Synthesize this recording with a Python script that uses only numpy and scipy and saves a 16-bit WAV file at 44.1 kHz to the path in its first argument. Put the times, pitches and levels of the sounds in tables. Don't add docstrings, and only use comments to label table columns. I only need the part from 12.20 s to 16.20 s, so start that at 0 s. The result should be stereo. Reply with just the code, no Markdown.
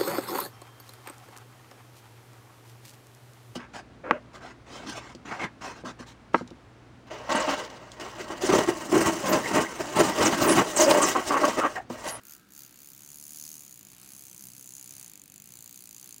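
import sys
import numpy as np
from scipy import signal
from scipy.fft import rfft, irfft
from scipy.io import wavfile

SR = 44100
rng = np.random.default_rng(int(sys.argv[2]) if len(sys.argv) > 2 else 0)


def wav_record(signal):
    frames = np.transpose(np.atleast_2d(signal))
    bounded = np.clip(frames, -1, 1)
    quanta = np.round(bounded * 32767).astype(np.int16)
    wavfile.write(sys.argv[1], SR, quanta)


N = 176400
T = np.arange(N) / SR

# time_s, rate_hz
BEAT_RATE = [(0.0, 56), (0.02, 47.02), (0.099, 78.99), (0.269, 47.62), (0.319, 66.86), (0.348, 72.74),
             (0.458, 68.65), (0.537, 58.93), (0.617, 72.48), (0.657, 73.15), (0.706, 63.98), (0.816, 72.12),
             (1.105, 74.36), (1.144, 77.39), (1.224, 74.95), (1.333, 79.71), (1.483, 65.75), (1.592, 57.54),
             (1.642, 47.56), (1.701, 66.56), (1.771, 58.44), (1.871, 69.15), (1.92, 65.4), (1.98, 69.09),
             (2.08, 66.51), (2.149, 58.76), (2.199, 68.4), (2.309, 60.66), (2.388, 67.91), (2.438, 60.2),
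             (2.567, 68.75), (2.677, 59.0), (2.736, 70.88), (2.945, 49.51), (3.114, 47.63), (3.154, 52.7),
             (3.214, 46.41), (3.274, 64.94), (3.403, 55.68), (3.592, 63.77), (3.721, 52.84), (3.791, 61.67),
             (3.821, 67.09), (4.0, 48.9)]
# time_s, level_db
BEAT_FORCE = [(0.0, -53.5), (0.05, -38), (0.135, -34), (0.226, -58), (0.27, -62), (0.31, -41.5),
              (0.39, -34.5), (0.442, -36), (0.496, -42), (0.551, -41), (0.595, -37.5), (0.841, -37.5),
              (0.929, -35), (1.081, -34), (1.179, -30), (1.285, -31.5), (1.479, -37), (1.63, -36.5),
              (1.76, -39), (1.96, -35.5), (2.2, -35), (2.275, -33), (2.34, -36.5), (2.561, -33),
              (2.619, -35), (2.87, -32.5), (3.09, -39.5), (3.189, -33.5), (3.307, -38), (3.321, -33.5),
              (3.504, -34.5), (4.0, -34)]
# time_s, gain_db
BACK_STROKE_LEVEL = [(1.3, -9.5), (1.98, -6), (2.3, -8.5), (3.5, -13)]
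# frequency_hz, gain_db
RATTLE_EQ_LEFT = [(300, -49), (1000, -4), (1550, -16), (2500, -25.5), (4000, -18), (4650, -10.5),
                  (5300, -19.5), (6200, 1), (6600, -8), (7500, -2.5), (8400, -10), (9500, -5.5),
                  (10600, -22), (11900, -10), (12600, -30), (15700, -17)]
RATTLE_EQ_RIGHT = [(300, -36), (1000, -24), (1550, -16), (4200, -15.5), (4650, -7), (5500, -11.5),
                   (6890, -7.4), (7750, -15), (8610, -10.5), (10250, -5.8), (11500, -7.5), (11970, -5.5),
                   (12400, -8.5), (12830, -4.8), (13300, -9), (13780, -2.5), (14150, -7.5), (14640, -2.8),
                   (15100, -7.5), (15330, -4.5), (15680, -6.5)]
# time_s, gain_db
LOWER_TREBLE_GAIN = [(.1, 0), (.4, 3), (.9, -2), (1.25, 2), (1.5, -3), (1.85, -1), (2.5, -1), (2.8, 0),
                     (3.1, -3), (3.45, 1)]
# time_s, tilt_db
TREBLE_TILT = [(0, 8), (.47, 6.5), (.7, 7.5), (.88, 1), (.98, 4.5), (1.15, 2.5), (1.62, 3), (1.85, 0),
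               (2.0, 0), (2.3, -0.5), (2.62, -1.5), (3.1, 1.5), (4, 1)]
# time_s, gain_db, centre_hz
SIZZLE_BAND = [(.6, -2.5, 10700), (1.0, 5, 10300), (1.55, 2, 10150), (1.8, 3.5, 11100), (1.98, 7.5, 10900),
               (2.13, 0.5, 10800), (2.3, 6.5, 10600), (2.85, 3, 10150), (3.1, 1.5, 9100),
               (3.45, 0.5, 10500), (4, 5.5, 10500)]
# time_s, gain_db
WHINE_GAIN = [(1.3, 5), (1.56, 8.5), (1.76, -0.5), (2.3, -3), (2.62, 10), (2.8, -0.5), (3.0, 4), (3.6, 1.5)]
SHIMMER_GAIN = [(1.8, -3), (2.0, 1), (2.28, 9), (2.5, 1), (3.05, -3.5), (3.4, -6)]
HOLLOW_GAIN = [(2.9, 2.5), (3.4, -12), (3.8, -1)]
# pitch_hz, gain_db, decay_s, gain_db_per_beat_hz
BODY_MODES = [(870, -30.5, 0.00045, 0.67), (2700, -20, 0.00074, -0.53)]
# frequency_hz, gain_db
RUB_EQ = [(300, -27), (700, -7), (1350, -5), (1950, -11), (2500, -5.5), (3300, -5), (5000, -10.5),
          (9000, -28.5)]
# time_s, gain_db
RUB_SWELL = [(0, -4.5), (.12, 1.5), (.25, -7), (.38, 0), (.74, -1), (.83, 0.5), (.95, -1.5), (1.2, 1),
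             (1.6, -0.5), (1.83, 2.5), (1.97, 0.5), (2.25, 0), (2.5, -0.5), (2.83, 2.5), (3.05, -2),
             (3.33, 0), (3.74, -1), (3.85, 1.5), (4, -1)]
# frequency_hz, gain_db
FLUTTER_EQ = [(30, -46), (70, -4.5), (130, 2.5), (210, 1), (320, -20.5), (700, -16), (2000, -33)]
# time_s, gain_db
FLUTTER_SWELL = [(.7, -8), (.94, 6), (1.06, -2), (1.2, 1.5), (1.33, 4.5), (1.45, -9), (1.6, 2), (1.8, 3),
                 (2.0, 6), (2.07, 4), (2.14, 8), (2.22, 7), (2.45, -3.5), (2.8, 6.5), (3.0, -0.5),
                 (3.35, 3), (3.75, -12)]
# frequency_hz, gain_db
RUMBLE_EQ = [(25, -35), (48, -4), (90, -7.5), (125, 2), (200, -1), (285, -1.5), (330, -4), (500, -13),
             (1000, -19), (2000, -15.5), (4000, -16.5), (16000, -23)]
# frequency_hz, correlation
RUMBLE_LIKENESS = [(50, 0.15), (150, 0.58), (280, 0.92), (500, 0.61), (1200, 0.05), (16000, 0.26)]
# pitch_hz, level_db
HUM_TONES = [(122, -80.5), (200, -74), (296, -74), (347, -78.5), (499, -86.5)]
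# frequency_hz, gain_db
HISS_EQ = [(800, -22), (1150, -18), (1300, -5), (1600, -9), (1900, -16), (3500, -43)]

USUAL_BEAT_HZ = 62
TOUCH_ATTACK_S, TOUCH_HOLD_S, KNOCK_DELAY_S = .00024, .00061, .0009
LEFT_LAG_SAMPLES = int(.00046 * SR)
SHARED_POWER = .41


def wingbeats():
    cycles = .225 + np.cumsum(at_time(BEAT_RATE, T)) / SR
    beat_s = np.interp(np.arange(1, int(cycles[-1]) + 1), cycles, T)
    jitter_s, jitter_db = (rng.standard_normal((len(beat_s), 2)) * [.00012, .6]).T
    return beat_s + jitter_s, at_time(BEAT_RATE, beat_s), at_time(BEAT_FORCE, beat_s) + jitter_db


def wing_rattle(beat_s, rate_hz, force_db):
    jitter_s = .0003 * rng.standard_normal((len(beat_s), 3)).T
    jitter_db = 1.5 * rng.standard_normal((len(beat_s), 3)).T
    light_db = force_db + .6 * np.minimum(rate_hz - USUAL_BEAT_HZ, 0)
    back_db = light_db + at_time(BACK_STROKE_LEVEL, beat_s)
    slap = touches(beat_s, force_db, decay_s=.0011)
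    brush = touches(beat_s - .003 + jitter_s[0], light_db - 15 + jitter_db[0], decay_s=.002)
    scuff = touches(beat_s + .00084 + jitter_s[1], light_db - 12 + jitter_db[1], decay_s=.0018)
    back = touches(beat_s + .33 / rate_hz + jitter_s[2], back_db + jitter_db[2], decay_s=.0019)
    grit = unit_rms(rng.choice([-1, 1], (3, N)) * from_db(.7 * rng.standard_normal((3, N))))
    snap_db = force_db + 9.5 + rng.standard_normal(len(beat_s))
    snap = clicks(beat_s + TOUCH_ATTACK_S / 2, from_db(snap_db))
    left, right = snap + np.sqrt(slap + brush + scuff + back) * spread(grit)
    left = from_db(1) * np.roll(left, LEFT_LAG_SAMPLES)
    return from_db(7) * np.stack([colour(left, RATTLE_EQ_LEFT), colour(right, RATTLE_EQ_RIGHT)])


def wing_ring(beat_s, rate_hz, force_db):
    t, wing = T[:N // 400], np.zeros(N + SR)
    rise_s, decay_s = .00005, .00058
    pitch_hz = 6820 - 28 * (rate_hz - USUAL_BEAT_HZ) + 190 * rng.standard_normal(len(beat_s))
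    envelope = (1 - np.exp(-t / rise_s)) * np.exp(-t / decay_s)
    for start, hz, gain in zip((beat_s * SR).astype(int), pitch_hz, from_db(force_db + 5)):
        wing[start:start + len(t)] += gain * envelope * np.sin(2 * np.pi * hz * t)
    return np.stack([np.roll(wing[:N], LEFT_LAG_SAMPLES), from_db(-6.5) * wing[:N]])


def twist(wings):
    low_cut_hz, lower_treble_hz, top_hz = 3630, 5840, 9500
    hz, time_s, frames = signal.stft(wings, SR, nperseg=256, noverlap=192)
    hz = hz[:, None]
    low = 1 / (1 + (hz / lower_treble_hz) ** 24)
    top = 1 - 1 / (1 + (hz / top_hz) ** 8)
    gain_db = low * at_time(LOWER_TREBLE_GAIN, time_s)
    gain_db += (1 - low) * (top - .5) * at_time(TREBLE_TILT, time_s)
    sizzle_s, sizzle_db, sizzle_hz = np.transpose(SIZZLE_BAND)
    for bell_db, centre_hz, width_hz in [
            (np.interp(time_s, sizzle_s, sizzle_db), np.interp(time_s, sizzle_s, sizzle_hz), 630),
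            (at_time(WHINE_GAIN, time_s), 6900, 260),
            (at_time(SHIMMER_GAIN, time_s), 13780, 250),
            (at_time(HOLLOW_GAIN, time_s), 5400, 380)]:
        gain_db += bell_db * np.exp(-((hz - centre_hz) / width_hz) ** 2)
    low_cut = hz ** 2 / np.hypot(hz ** 2, low_cut_hz ** 2)
    return signal.istft(frames * from_db(gain_db) * low_cut, SR, nperseg=256, noverlap=192)[1][:, :N]


def body_knock(beat_s, rate_hz, force_db):
    t, body = T[:N // 400], 0
    for hz, gain_db, decay_s, db_per_beat_hz in BODY_MODES:
        blow_db = force_db + gain_db + db_per_beat_hz * (rate_hz - USUAL_BEAT_HZ)
        blows = clicks(beat_s + KNOCK_DELAY_S, from_db(blow_db))
        mode = np.exp(-t / decay_s) * np.sin(2 * np.pi * hz * t)
        body = body + signal.fftconvolve(blows, mode)[:N]
    return np.stack([np.roll(body, LEFT_LAG_SAMPLES), body])


def floor_rub(beat_s):
    left, right = spread(rng.standard_normal((3, N)))
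    scrape_power = touches(beat_s + KNOCK_DELAY_S, at_time(RUB_SWELL, beat_s), decay_s=.0022)
    scrapes = from_db(-65) * unit_rms(np.sqrt(scrape_power))
    scrabble = from_db(-63.5 + 2 * at_time(RUB_SWELL, T))
    friction = np.stack([colour(np.roll(left, LEFT_LAG_SAMPLES), RUB_EQ), colour(right, RUB_EQ)])
    return np.hypot(scrapes, scrabble) * unit_rms(friction)


def air_flutter(beat_s):
    wobble = 1 + .56 * rng.standard_normal(len(beat_s))
    puffs = clicks(beat_s, from_db(at_time(FLUTTER_SWELL, beat_s)) * wobble)
    return from_db(-67.5) * unit_rms(colour(puffs, FLUTTER_EQ))


def room_reverb(wasp, level_db=-14.5, t60_s=.11, predelay_s=.002):
    t = T[:N // 10]
    tail = rng.standard_normal((2, len(t))) * from_db(-60 * t / t60_s) * (t > predelay_s)
    tail /= np.sqrt(np.sum(tail ** 2, axis=1, keepdims=True))
    return from_db(level_db) * signal.fftconvolve(wasp, tail, axes=1)[:, :N]


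def room_tone(hiss_fade_db_per_s=15):
    mid, side, hiss_left, hiss_right = rfft(rng.standard_normal((4, N)))
    alike = at_bins(RUMBLE_LIKENESS)
    stereo = np.sqrt(1 + alike) * mid + np.sqrt(1 - alike) * side * [[1], [-1]]
    rumble = from_db(-61.5) * unit_rms(irfft(stereo * from_db(at_bins(RUMBLE_EQ)), N))
    hum = sum(np.sqrt(2) * from_db(db) * np.sin(2 * np.pi * (hz * T + rng.random()))
              for hz, db in HUM_TONES)
    hiss = unit_rms(irfft(np.stack([hiss_left, hiss_right]) * from_db(at_bins(HISS_EQ)), N))
    return rumble + hum + hiss * from_db(-61 - hiss_fade_db_per_s * T)


def touches(start_s, level_db, decay_s):
    t = T[:N // 100]
    attack = np.minimum(t / TOUCH_ATTACK_S, 1)
    release = np.exp(-np.maximum(t - TOUCH_ATTACK_S - TOUCH_HOLD_S, 0) / decay_s)
    hits = clicks(start_s, from_db(level_db) ** 2)
    return np.maximum(signal.fftconvolve(hits, (attack * release) ** 2)[:N], 0)


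def clicks(start_s, gain):
    track, inside = np.zeros(N), (start_s >= 0) & (start_s < T[-1])
    np.add.at(track, (start_s[inside] * SR).astype(int), gain[inside])
    return track


def spread(noise):
    return np.sqrt(SHARED_POWER) * noise[0] + np.sqrt(1 - SHARED_POWER) * noise[1:]


def colour(sound, eq):
    cepstrum = irfft(np.log(from_db(at_bins(eq))), N)
    cepstrum[1:N // 2] *= 2
    cepstrum[N // 2 + 1:] = 0
    impulse = irfft(np.exp(rfft(cepstrum)), N)[:N // 20]
    return signal.fftconvolve(sound, impulse)[:N]


def at_time(curve, time_s):
    return np.interp(time_s, *np.transpose(curve))


def at_bins(curve):
    hz, value = np.transpose(curve)
    return np.interp(np.log(np.fft.rfftfreq(N, 1 / SR) + 1), np.log(hz), value)


def from_db(db):
    return 10 ** (np.asarray(db) / 20)


def unit_rms(sound):
    return sound / np.sqrt(np.mean(sound ** 2) + 1e-20)


def scene():
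    beat_s, rate_hz, force_db = wingbeats()
    wings = wing_rattle(beat_s, rate_hz, force_db) + wing_ring(beat_s, rate_hz, force_db)
    wasp = twist(wings) + body_knock(beat_s, rate_hz, force_db) + floor_rub(beat_s)
    lean_left = from_db([[.75], [-.75]])
    return wasp + room_reverb(wasp) + (air_flutter(beat_s) + room_tone()) * lean_left


def record(dry):
    return signal.sosfilt(signal.cheby2(16, 70, 16500, fs=SR, output="sos"), dry)


dry = scene()
out = record(dry)
wav_record(out)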